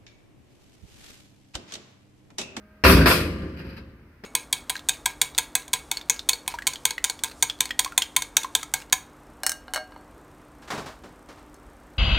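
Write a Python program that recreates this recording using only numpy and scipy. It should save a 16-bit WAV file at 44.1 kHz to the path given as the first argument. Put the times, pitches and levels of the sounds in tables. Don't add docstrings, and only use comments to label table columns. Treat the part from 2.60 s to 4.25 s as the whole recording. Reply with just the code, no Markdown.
import sys
import numpy as np
from scipy import signal
from scipy.fft import rfft, irfft, next_fast_len
from scipy.io import wavfile
from scipy.ndimage import uniform_filter1d

SR = 44100
rng = np.random.default_rng(int(sys.argv[2]) if len(sys.argv) > 2 else 0)


def dump(signal):
    limited = np.clip(np.atleast_2d(signal).T, -1, 1)
    pcm = np.round(limited * 32767).astype(np.int16)
    wavfile.write(sys.argv[1], SR, pcm)


N = 72765
T = np.arange(N) / SR

# (frequency [Hz], relative level [dB])
AIR_SPECTRUM = [(20, -5), (60, 9.5), (130, -3), (210, -3.5), (300, -4.5), (560, -13.5), (850, -18),
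                (1500, -13.5), (2500, -18.5), (3300, -30), (5000, -30.5), (7000, -39.5), (15000, -34.5)]
# (frequency [Hz], level [dB])
HUM_TONES = [(206, -59), (624.5, -65), (1249, -71.5), (1583, -68.5), (1873, -82)]
# (time [s], clang [dB], wall boom [dB], deep thud [dB])
FRAME_BLOWS = [(.238, -10, -15.5, -18), (.248, -11, -14.5, -9), (.261, -13, -19.5, -19.5),
               (.297, -14.5, -15.5, -24), (.324, -17.5, -17.5, -16), (.343, -38, -15.5, -10.5),
               (.372, -20, -18.5, -35), (.410, -21.5, -20, -29.5), (.458, -11.5, -20.5, -47),
               (.470, -15.5, -18, -36), (.500, -19.5, -34.5, -32), (.510, -15, -31.5, -30.5),
               (.605, -34, -32, -20.5), (.698, -44, -33.5, -27.5), (.820, -47, -35.5, -28.5),
               (.998, -46, -35.5, -47), (1.067, -54.5, -48.5, -34), (1.174, -45.5, -48.5, -41),
               (1.289, -59.5, -54, -42)]
# (frequency [Hz], relative level [dB], t60 [s])
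FRAME_TONES = [(990, 2, 0.33), (1190, -5.5, 0.8), (1410, -4, 0.37), (1456, -2, 0.33), (1626, -3, .35),
               (1819, -5, .4), (2320, -13, 0.12), (2490, -6, .45), (3078, -18, 0.36), (4530, -11, .3),
               (5109, -24.5, .25)]
# (frequency [Hz], relative level [dB])
CLANG_SPECTRUM = [(30, -47.5), (200, -4.5), (450, -2.5), (620, -1.5), (800, -12), (1000, -2), (1550, 1.5),
                  (2000, -7), (2500, -1.5), (3200, -12), (4900, -11), (6500, -30), (12000, -28),
                  (16000, -30)]
# (frequency [Hz], t60 [s])
STEEL_DECAY = [(40, 0.85), (120, 1.8), (300, 1.41), (600, 0.51), (1200, 0.4), (2500, 0.48), (5000, 0.43),
               (9000, 0.35), (16000, 0.16)]
# (frequency [Hz], relative level [dB], t60 [s])
WALL_TONES = [(112.6, -12, 2.7), (122.5, -6.5, 0.23), (160.4, -3.5, 1.8), (179.7, 1, 0.58),
              (214.3, -7.5, 1.5), (269, -3.5, 1.3), (291.3, -12, 2.5), (327.5, -5, 0.56), (368, -14, 0.39),
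              (386.2, -3, 0.71), (413.8, -17.5, 1.2), (518, -17.5, 1.3), (534.5, -8.5, 1.1)]
# (frequency [Hz], relative level [dB], t60 [s])
DEEP_TONES = [(40.7, -16, 0.56), (63.53, -1.5, 0.56), (69.7, -6.5, 1.6), (83.77, -8.5, .9)]
# (frequency [Hz], relative level [dB])
BOOM_SPECTRUM = [(20, -38), (40, -10), (65, -13), (110, 1.5), (200, 1), (370, 0.5), (560, -7.5), (780, -19),
                 (2000, -62), (16000, -70)]
# (time [s], build-up [s], level [dB])
SIZZLE_SWELLS = [(.240, .060, -20), (.457, 0.044, -20.5)]
# (frequency [Hz], relative level [dB])
SIZZLE_SPECTRUM = [(500, -26.5), (1500, -11.5), (3000, -2.5), (5000, 4), (6000, -6.5), (7000, -9.5),
                   (8600, -0.5), (10500, -4), (12300, 5.5), (14000, -5.5), (16000, -6.5)]
# (frequency [Hz], t60 [s])
YARD_DECAY = [(100, 1.6), (1500, 1.67), (4000, 1.105), (8000, 0.91), (16000, 0.39)]
# (time [s], length [s], level [dB])
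SCRAPE_STROKES = [(0.776, 0.24, -58), (0.96, 0.064, -41), (1.032, 0.048, -45), (1.08, 0.071, -45),
                  (1.158, 0.027, -42)]
# (frequency [Hz], relative level [dB])
SCRAPE_SPECTRUM = [(200, 6), (500, 1.5), (750, -2), (1300, 8), (2500, 3.5), (3300, -4), (5000, -2.5),
                   (6500, -27), (9500, -19.5), (12300, -8.5), (16000, -41)]
# (frequency [Hz], relative level [dB])
KNOCK_SPECTRUM = [(40, -22.5), (110, -15.5), (200, 6), (450, 3.5), (750, -9.5), (1400, -4), (2700, -12.5),
                  (3600, -20), (5000, -17), (7000, -34), (12000, -34.5), (16000, -35)]
# (frequency [Hz], correlation [0-1])
MIC_LIKENESS = [(50, .995), (300, .985), (700, .72), (1400, .48), (2800, 0), (16000, 0)]
# (frequency [Hz], left minus right [dB])
MIC_BALANCE = [(50, .3), (700, .3), (1400, 1.8), (2800, 2.3), (6000, 1.8), (14000, 3.2)]


def amp(db):
    return 10 ** (np.asarray(db) / 20)


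def read(points, hz):
    f, value = np.transpose(points)
    return np.interp(np.log(hz + 1), np.log(f + 1), value)


def add(mix, s, sound):
    part = mix[..., round(s * SR):]
    part += sound[..., :part.shape[-1]]


def excite(x, response):
    response = response / np.sqrt(np.sum(response ** 2) / 2)
    return signal.fftconvolve(np.atleast_2d(x), response, axes=1)[:, :N]


def noise(spectrum):
    size = next_fast_len(N)
    hz = np.fft.rfftfreq(size, 1 / SR)
    left, other = rfft(rng.standard_normal((2, size)))
    likeness = np.clip(read(MIC_LIKENESS, hz), -1, 1)
    right = likeness * left + np.sqrt(1 - likeness ** 2) * other
    gain = amp(read(spectrum, hz))
    return irfft(np.array([left, right]) * gain / np.sqrt(np.mean(gain ** 2)), size)[:, :N]


def ring(spectrum, t60s=STEEL_DECAY, t60_scale=1):
    hz, t, bands = signal.stft(noise(spectrum), SR, nperseg=512)
    ripple = uniform_filter1d(rng.standard_normal(len(hz)), size=3) * np.sqrt(3)
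    cluster_db = 3.6 * (np.clip(ripple, -1.5, 1.5) - .3) * (hz > 900)
    decay_db = -60 * t / (t60_scale * read(t60s, hz)[:, None])
    return signal.istft(bands * amp(cluster_db[:, None] + decay_db), SR, nperseg=512)[1][:, :N]


def struck(modes):
    return sum(amp(db - 60 * T / t60) * np.sin(2 * np.pi * hz * T) for hz, db, t60 in modes)


def contacts(per_s):
    return rng.standard_normal(N) * (rng.random(N) < per_s / SR) * np.sqrt(SR / per_s)


def crack(rise_s=0.00053, fall_s=0.024):
    return (1 - np.exp(-T / rise_s)) * (1 + np.exp(-T / fall_s)) / 2


def air():
    return amp(-54) * noise(AIR_SPECTRUM)


def machine(duck_at_s=.3, duck_db_per_s=18):
    hum = sum(amp(db) * np.sqrt(2) * np.sin(2 * np.pi * (hz * T + rng.random())) for hz, db in HUM_TONES)
    return hum * amp(-duck_db_per_s * np.maximum(T - duck_at_s, 0))


def frame_clang():
    out = np.zeros((2, N))
    tones = amp(-14) * struck(FRAME_TONES)
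    for s, clang_db, _, _ in FRAME_BLOWS:
        add(out, s, amp(clang_db) * crack() * (ring(CLANG_SPECTRUM) + tones))
    return out


def dumpster_boom(rise_s=0.0017, duck_at_s=0.466, duck_length_s=0.038, duck_db=-7):
    early, late = np.zeros((2, N)), np.zeros((2, N))
    rise = 1 - np.exp(-T / rise_s)
    walls = amp(-1.5) * struck(WALL_TONES)
    deep = amp(-2) * struck(DEEP_TONES)
    for s, _, boom_db, thud_db in FRAME_BLOWS:
        dense = amp(-2.5) * ring(BOOM_SPECTRUM)
        boom = amp(boom_db) * (dense + walls) / 2 + amp(thud_db) * deep
        add(early if s < duck_at_s + duck_length_s else late, s, rise * boom)
    duck = amp(duck_db * np.clip((T - duck_at_s) / duck_length_s, 0, 1))
    return early * duck + late


def sizzle(fall_s=0.042):
    out = np.zeros((2, N))
    for s, build_s, db in SIZZLE_SWELLS:
        swell = np.interp(T, [0, build_s], [0.69, 1])
        fall = np.exp(-np.maximum(T - build_s, 0) / fall_s)
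        chatter = swell * fall * contacts(per_s=5800)
        add(out, s, amp(db) * excite(chatter, ring(SIZZLE_SPECTRUM, t60_scale=0.68)))
    return out


def yard_echo(direct, delay_s=.02, level_db=-20.5):
    flat_spectrum = [(20, 0), (16000, 0.0035)]
    tail = np.zeros((2, N))
    add(tail, delay_s, ring(flat_spectrum, YARD_DECAY))
    return amp(level_db) * excite(direct, tail)


def scrapes():
    force = np.zeros(N)
    for s, length_s, db in SCRAPE_STROKES:
        arch = abs(np.sin(np.pi * np.minimum(T / length_s, 1)))
        add(force, s, amp(db) * np.sqrt(arch))
    return excite(force * contacts(per_s=590), ring(SCRAPE_SPECTRUM, t60_scale=0.37))


def last_knock(at_s=1.637):
    out = np.zeros((2, N))
    add(out, at_s, amp(-32.5) * crack() * ring(KNOCK_SPECTRUM))
    return out


def scene():
    steel = frame_clang() + last_knock() + sizzle() + scrapes()
    boom = dumpster_boom()
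    add(steel[0], 0, boom[0])
    add(steel[1], 0.00015, boom[1])
    spectrum = rfft(steel + yard_echo(steel), 2 * N)
    balance_db = read(MIC_BALANCE, np.fft.rfftfreq(2 * N, 1 / SR))
    lean = amp(np.outer([1, -1], balance_db) / 2)
    return irfft(spectrum * lean)[:, :N] + machine() + air()


def record(dry):
    low_cut_hz, headroom, top_hz = 44, 1.33, 15650
    low_cut = signal.butter(3, low_cut_hz, "high", fs=SR, output="sos")
    rounded = headroom * np.tanh(signal.sosfilt(low_cut, dry) / headroom)
    low_pass = signal.firwin(511, top_hz, window=("kaiser", 9), fs=SR)
    return signal.oaconvolve(rounded, low_pass[None], "same", axes=1)


dry = scene()
out = record(dry)
dump(out)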